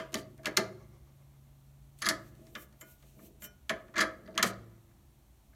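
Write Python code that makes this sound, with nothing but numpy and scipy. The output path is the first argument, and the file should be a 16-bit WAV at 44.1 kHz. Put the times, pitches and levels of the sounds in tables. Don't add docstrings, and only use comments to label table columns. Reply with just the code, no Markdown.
import sys
import numpy as np
from scipy import signal
from scipy.fft import rfft, irfft
from scipy.io import wavfile
from scipy.ndimage import uniform_filter1d

SR = 44100
rng = np.random.default_rng(int(sys.argv[2]) if len(sys.argv) > 2 else 0)


def voltage_ratio(decibels):
    exponent = np.asarray(decibels, float) / 20
    return 10 ** exponent


def waveform_to_disk(signal):
    frames = np.transpose(np.atleast_2d(signal))
    scaled = np.clip(frames, -1, 1) * 32767
    samples = np.round(scaled).astype(np.int16)
    wavfile.write(sys.argv[1], SR, samples)


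N = 244755
LEAD = 4410

# frequency in Hz, width in Hz, level in dB.
HEADSTOCK = [(162.6, 25, -10), (186, 16, -1.5), (248, 90, -5.5), (288.3, 14, -6), (350, 44, -1.5),
             (435, 35, -5.5), (495, 130, -5), (555, 34, -6.5), (642.9, 23, 0), (771.5, 130, -3),
             (830, 210, -2.5)]


def at_hz(points, hz, column=1):
    points = np.array(points)
    return np.interp(np.log(hz + 1), np.log(points[:, 0]), points[:, column])


def coloured(spectrum):
    gain = voltage_ratio(at_hz(spectrum, np.fft.rfftfreq(N, 1 / SR)))
    x = irfft(rfft(rng.standard_normal(N)) * gain, N)
    return x / x.std()


def band(x, low_hz, high_hz):
    return signal.sosfilt(signal.butter(2, [low_hz, high_hz], "band", fs=SR, output="sos"), x)


def ring(force, hz, t60):
    radius, angle = voltage_ratio(-60 / (t60 * SR)), 2 * np.pi * hz / SR
    poles = [1, -2 * radius * np.cos(angle), radius * radius]
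    return signal.lfilter([0, np.sin(angle)], poles, force + 1e-18)


def resonances(force, peaks):
    out = 0
    for k, (hz, width_hz, peak_db) in enumerate(peaks):
        t60 = np.log(1000) / (np.pi * width_hz)
        level = (-1) ** k * voltage_ratio(peak_db) * np.sqrt(4 * np.pi * width_hz / SR)
        out = out + level * ring(force, hz, t60)
    return out


def struck(modes, hits):
    s, *levels_db = np.transpose(hits)
    out = 0
    for (hz, t60), level_db in zip(modes, levels_db):
        force = np.zeros(N + LEAD)
        force[(s * SR).astype(int) + LEAD] = voltage_ratio(level_db)
        out = out + ring(force, hz, t60)
    return out


def bursts(times, levels_db, late_s, rise_s, t60):
    marks = np.zeros(N + LEAD)
    np.add.at(marks, ((times + late_s) * SR).astype(int) + LEAD, voltage_ratio(levels_db))
    up, down = np.exp(-1 / (max(rise_s, 1e-4) * SR)), voltage_ratio(-60 / (t60 * SR))
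    return signal.lfilter([1 - up], np.convolve([1, -up], [1, -down]), marks + 1e-18)


def swells(rows, column=3):
    t = np.arange(N) / SR
    edge_db = -21
    shape = []
    for peak_s, rise_s, fall_s, *_ in rows:
        corners_s = [peak_s - abs(rise_s), peak_s, peak_s + abs(fall_s)]
        shape.append(np.interp(t, corners_s, [edge_db, 0, edge_db], -99, -99))
    return np.array(shape) + np.array(rows)[:, [column]]


def grit(level_db, per_s, spread_db):
    strength = voltage_ratio(spread_db * np.minimum(rng.exponential(1, N), 4))
    slips = (rng.random(N) < per_s / SR) * strength
    slips = signal.lfilter([1], [1, -.975], slips)
    return voltage_ratio(level_db) * slips / np.sqrt(np.mean(slips ** 2))


def rumble_and_hiss():
    # frequency in Hz, density in dB per Hz.
    spectrum = [(12, -47.5), (20, -31), (60, 1), (102, -14), (117, -10.5), (139, -11), (169, -23.5),
                (206, -14.5), (273, -20), (342, -23.5), (506, -33), (599, -25), (1600, -37), (15200, -41),
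                (16500, -53.5)]
    return voltage_ratio(-61) * coloured(spectrum)


def hum():
    # time in seconds, level in dB.
    line = [(0.0, -58.5), (0.6, -60), (1.33, -59.5), (2.29, -59.5), (2.83, -68), (3.1, -64), (4.101, -77),
            (4.55, -59.5), (4.75, -73), (5.55, -77)]
    wander_hz = uniform_filter1d(rng.standard_normal(N), size=6000) * 60
    phase = 2 * np.pi * np.cumsum(138 + wander_hz) / SR
    level_db = np.interp(np.arange(N) / SR, *np.transpose(line))
    return np.sqrt(2) * voltage_ratio(level_db) * np.sin(phase)


def workshop(x):
    # frequency in Hz, t60 in seconds, level in dB.
    room = [(100, 0.93, -11), (300, 0.41, -0.5), (1070, 0.3, -6.5), (2970, 0.22, -12.5), (8000, 0.19, -16),
            (15000, .18, -16.5)]
    far_walls_db = 21.5
    t, tail = np.arange(SR) / SR, 0
    for hz in 90 * 2. ** np.arange(0, 7.6, .5):
        noise = band(rng.standard_normal(len(t)), hz / 1.19, hz * 1.19)
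        t60 = at_hz(room, hz)
        fall = voltage_ratio(-60 * t / t60) + voltage_ratio(-far_walls_db - 60 * t / (3 * t60))
        level = voltage_ratio(at_hz(room, hz, column=2)) / np.sqrt(t60 * SR / 14)
        tail = tail + noise * fall * level
    tail = tail * np.clip(t / .015, 0, 1)
    return signal.fftconvolve(x, tail)[:len(x)]


def cover():
    # peak in seconds, rise in seconds, fall in seconds, level in dB.
    buzz = [
        (.72, 0.041, 0.94, -68),
        (2.2, .03, 0.58, -75),
        (4.6, .03, .7, -77),
    ]
    # frequency in Hz, width in Hz, level in dB.
    sheet = [(553, 66, -0.5), (1145, 120, -1), (2130, 120, -6), (5550, 1400, -7.5)]
    throb = 0.27 + np.sin(np.pi * 7.6 * np.arange(N) / SR + .8) ** 4
    force = voltage_ratio(swells(buzz).max(axis=0)) * throb * rng.standard_normal(N)
    return resonances(force, sheet)


def stand():
    # frequency in Hz, t60 in seconds.
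    modes = [(112, 1.3), (339, 1.6), (535, 1.1)]
    # time in seconds, then the level in dB given to each of the three modes.
    hits = [
        (0.152, -54, -56.5, -64),
        (0.579, -48, -55, -52),
        (2.1, -52, -54, -60.5),
        (3.702, -60.5, -59, -58.5),
        (4.018, -55.5, -60, -52),
        (4.439, -46.5, -51, -55.5),
    ]
    return band(struck(modes, hits), 53, 700)


def hands():
    # peak in seconds, rise in seconds, fall in seconds, level in dB.
    shifts = [(2.415, 0.24, .06, -57.5), (2.565, .25, 0.11, -56), (3.2, 0.085, 0.18, -52),
              (4.25, 0.18, .2, -52.5), (4.37, 0.11, 0.0044, -43.5)]
    level = uniform_filter1d(voltage_ratio(swells(shifts).max(axis=0) - 5.5), size=500)
    force = level * rng.standard_normal(N)
    return band(resonances(np.pad(force, (LEAD, 0)), HEADSTOCK), 170, 520)


def palm():
    # peak in seconds, rise in seconds, fall in seconds, hiss level in dB, tilt in dB.
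    strokes = [(0.185, 0.032, 0.043, -55, 14.5), (2.012, 0.047, 0.0089, -60, 9.5),
               (2.286, 0.22, 0.038, -68, 8.5), (2.501, .4, 0.11, -72, 10.5), (2.625, 0.12, 0.039, -53.5, 3),
               (2.813, 0.015, 0.026, -56, -15.5), (2.916, .16, 0.078, -60, 4), (3.08, 0.32, 0.38, -70, 10),
               (3.262, 0.15, 0.049, -58.5, 5), (3.447, 0.042, .035, -45, 0.5),
               (4.468, .03, 0.049, -45.5, 16)]
    # frequency in Hz, density in dB per Hz.
    colour = [(1470, -33), (2500, -9), (2990, -10), (3380, -12), (4840, -12.5), (5920, -8), (10600, -4.5),
              (13600, 1), (16000, -6)]
    hiss = coloured(colour)
    level_db = swells(strokes)
    tilt_db = np.array(strokes)[level_db.argmax(axis=0), -1]
    dull = signal.sosfilt(signal.butter(2, 8000, fs=SR, output="sos"), hiss)
    gain = uniform_filter1d(voltage_ratio(level_db.max(axis=0)), size=900)
    return gain * (hiss - dull + voltage_ratio(tilt_db) * dull)


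def gear():
    # peak in seconds, rise in seconds, fall in seconds, chuck level in dB, bright level in dB.
    grind = [(0.151, .002, 0.083, -43.5, -43.5), (2.06, 0.048, 0.069, -29, -39.5),
             (2.1, 0.081, 0.04, -25, -40), (3.97, 0.034, 0.09, -29, -51.5),
             (4.011, 0.057, 0.047, -31.5, -29.5), (4.26, .015, .15, -56.5, -66),
             (4.374, 0.031, 0.0018, -44, -43.5), (4.452, 0.0038, .09, -40.5, -43.5)]
    # frequency in Hz, width in Hz, level in dB.
    scroll = [(1254, 72, -2.5), (1470, 120, -7), (1700, 98, -1), (1760, 85, -3), (1850, 120, -7.5),
              (2030, 57, -6.5)]
    # frequency in Hz, width in Hz, level in dB.
    teeth = [(3320, 500, -5), (4100, 400, -2.5), (4720, 180, 0), (6100, 540, -6.5), (10900, 800, -16.5)]
    tick_db = swells(grind, column=4).max(axis=0) - 6
    ticks = grit(tick_db, per_s=230, spread_db=4.0) * rng.standard_normal(N)
    rasp_db = swells(grind).max(axis=0) - 6
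    rasp = grit(rasp_db, per_s=700, spread_db=2.5) * rng.standard_normal(N)
    both = band(resonances(ticks, teeth), 2500, 7800) + band(resonances(rasp, scroll), 1050, 2400)
    return np.pad(both, (LEAD, 0))


def jaws():
    # frequency in Hz, t60 in seconds, level in dB.
    modes = [(1737, 0.03, -6), (3320, 0.17, -13.5), (4840, 0.0245, 2.5), (6440, 0.03, -8.5),
             (10560, 0.085, -13.5)]
    # time in seconds, level in dB, tilt in dB per octave.
    hits = [(0.1438, -42.5, 5), (2.02, -29.5, 4), (2.055, -35, 1.1), (2.0637, -25.5, 3.5),
            (2.0889, -25, 0.8), (3.6939, -33.5, 1.4), (3.9909, -31, -8.5), (4.0035, -28.5, -3.5),
            (4.0122, -30.5, 1.2), (4.3775, -35.5, -3.5), (4.469, -45, 4)]
    hz, t60, mode_db = np.transpose(modes)
    octaves = np.log2(hz / hz[2])
    blows = [(s, *mode_db + level_db + tilt_db * octaves) for s, level_db, tilt_db in hits]
    return struck(zip(hz, t60), blows)


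def key():
    # frequency in Hz, t60 in seconds, level in dB struck at the tip, level in dB struck on the shank.
    modes = [(594, 0.23, -62.5, -67), (1448, 0.43, -58, -80.5), (2137, 0.28, -60, -58.5),
             (2410, 0.23, -65, -61), (2870, .07, -77, -48), (3047, 0.35, -63, -52.5),
             (5460, 0.19, -70, -58), (5850, 0.19, -87, -58.5), (6315, .15, -80, -64),
             (6850, .07, -50.5, -70), (7400, .09, -52.5, -64.5), (7560, .1, -53.5, -54.5),
             (11550, 0.068, -53, -55), (12400, .07, -60, -55)]
    # time in seconds, tip level in dB, shank level in dB, tilt in dB per octave.
    hits = [
        (2.551, -30, -1.5, -5),
        (2.811, 0, -22, 0.8),
        (3.422, 0.7, -13, -0.7),
        (3.441, -12.5, -2.6, 4.3),
        (3.6944, -6.5, -15, -1),
    ]
    hz, t60, tip_db, shank_db = np.transpose(modes)
    octaves = np.log2(hz / hz[5])
    blows = []
    for s, tip_hit_db, shank_hit_db, tilt_db in hits:
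        height = voltage_ratio(tip_db + tip_hit_db) + voltage_ratio(shank_db + shank_hit_db)
        blows.append((s, *20 * np.log10(height) + tilt_db * octaves))
    return struck(zip(hz, t60), blows)


def contacts():
    # time in seconds, crack level in dB, chuck level in dB, headstock level in dB.
    firm = [(0.142, -23, -31.5, -30.5), (0.4566, -24.5, -25.5, -33.5), (0.468, -34, -42, -33),
            (0.5672, -29, -33.5, -40), (0.5707, -13, -22.5, -21), (2.552, -38.5, -33.5, -42),
            (3.6948, -27, -24.5, -26.5), (3.701, -42.5, -31.5, -44.5), (4.3771, -21.5, -20.5, -31),
            (4.393, -56.5, -31, -42.5), (4.4263, -22, -29, -39.5), (4.428, -13.5, -21, -23)]
    earlier = [
        (-.025, -23.5, -26.5, -30.5),
    ]
    rattle = [(2.019, -34.5, -35.5, -49.5), (2.023, -27.5, -32.5, -45.5), (2.048, -37, -41, -42),
              (2.056, -29, -41.5, -39), (2.0634, -23.5, -27, -40.5), (2.0878, -12, -26, -33.5),
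              (2.095, -33, -35, -33.5), (3.9404, -55, -44, -42.5), (3.957, -45, -33.5, -40),
              (3.9645, -36.5, -36, -33.5), (3.968, -45.5, -34, -47.5), (3.9801, -25.5, -26.5, -46.5),
              (3.987, -33, -31.5, -47), (3.993, -33, -29.5, -32.5), (4.006, -22, -21, -60),
              (4.011, -24, -44, -32.5), (4.018, -46, -36.5, -33.5), (4.025, -39.5, -32.5, -42.5)]
    ticks = [(0.121, -51.5, -60, -43), (0.129, -48, -52, -38), (0.3777, -59.5, -70.5, -75),
             (0.3842, -88, -57, -47), (0.433, -53.5, -56.5, -52), (0.445, -50.5, -42.5, -45),
             (2.351, -60.5, -69, -81), (2.418, -79, -73, -56), (2.468, -56.5, -63, -63),
             (2.7254, -61.5, -65, -61), (3.025, -60, -62, -55.5), (3.19, -81, -57, -55.5),
             (3.687, -69, -67.5, -59.5), (3.8816, -66.5, -57, -47.5), (4.2759, -64, -52, -42),
             (4.343, -66.5, -53, -47), (4.356, -54, -53, -41.5), (4.911, -80, -70, -79),
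             (5.53, -95, -63, -68)]
    clinks = [(1.988, -56, -67, -64), (2.813, -52, -48.5, -47.5), (3.4195, -53, -49.5, -48.5),
              (3.443, -55, -48.5, -53)]
    # crack part near 3 kHz in dB, part near 12 kHz in dB.
    colours = [
        (-0.1, -14),
        (-6, -18),
        (-2.5, -9),
        (-1, 0.5),
    ]
    kinds = earlier + firm, rattle, ticks, clinks
    rows = [row + colour for kind, colour in zip(kinds, colours) for row in kind]
    s, crack_db, chuck_db, low_db, dull_db, bright_db = np.transpose(rows)
    hard_db = crack_db - chuck_db
    dull_crack_db = crack_db + dull_db - 0.63 * hard_db
    bright_crack_db = crack_db + bright_db + 0.33 * hard_db
    return s, dull_crack_db, crack_db, bright_crack_db, chuck_db, low_db


def knocks():
    # frequency in Hz, width in Hz, level in dB.
    crack_groups = [
        [(2520, 1200, 0), (3515, 760, 1.5)],
        [(4190, 710, -3.5), (4850, 840, 0), (5470, 770, -2), (6200, 670, -1.5), (6990, 2000, -3.5)],
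        [(9200, 1200, 0), (11420, 290, -4), (11996, 2300, -5), (14900, 1400, -12.5)],
    ]
    # frequency in Hz, width in Hz, level in dB.
    chuck_peaks = [(975, 27, -13.5), (1171, 100, -2.5), (1226, 70, -1.5), (1392, 350, -6), (1600, 100, -2),
                   (1677, 160, -3), (1789, 50, -2), (1823, 280, -4.5), (2084, 44, -5.5), (2300, 140, -11)]
    s, *crack_db, chuck_db, low_db = contacts()
    noise, crack = rng.standard_normal((5, N + LEAD)), 0
    for peaks, level_db, white in zip(crack_groups, crack_db, noise):
        snap = bursts(s, level_db - 1, late_s=-.0005, rise_s=.0004, t60=.012)
        shake = bursts(s, level_db - 15.0, late_s=0.00091, rise_s=0.0019, t60=.07)
        edges = .7 * peaks[0][0], 1.2 * peaks[-1][0]
        part = resonances((snap + shake) * white, peaks)
        crack = crack + band(band(part, *edges), *edges)
    blow = bursts(s, chuck_db + 3, late_s=-.0005, rise_s=.0004, t60=.012)
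    body = blow + bursts(s, chuck_db - 9, late_s=0, rise_s=0.0025, t60=0.1)
    chuck = band(resonances(body * noise[3], chuck_peaks), 1100, 2600)
    thud = bursts(s, low_db - 5, late_s=.001, rise_s=0.0071, t60=0.078)
    headstock = band(resonances(thud * noise[4], HEADSTOCK), 160, 1000)
    return crack + chuck + headstock


def scene():
    metal = knocks() + gear() + key() + jaws() + stand() + hands()
    near = (metal + workshop(metal))[LEAD:] + palm() + cover()
    return (near + hum() + rumble_and_hiss())[None]


def roll_off(x):
    return signal.sosfilt(signal.butter(12, 16990, fs=SR, output="sos"), x)


def record(dry):
    # frequency in Hz, width in Hz, level in dB.
    housing = [(4960, 430, -4.5), (10500, 700, -1), (13000, 1400, 2.5)]
    hz = np.fft.rfftfreq(N, 1 / SR)
    colour_db = sum(depth_db * np.exp(-((hz - centre_hz) / width_hz) ** 2)
                    for centre_hz, width_hz, depth_db in housing)
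    colour_db -= np.maximum(hz - 16100, 0) / 25
    return roll_off(irfft(rfft(dry) * voltage_ratio(colour_db), N))


dry = scene()
out = record(dry)
waveform_to_disk(out)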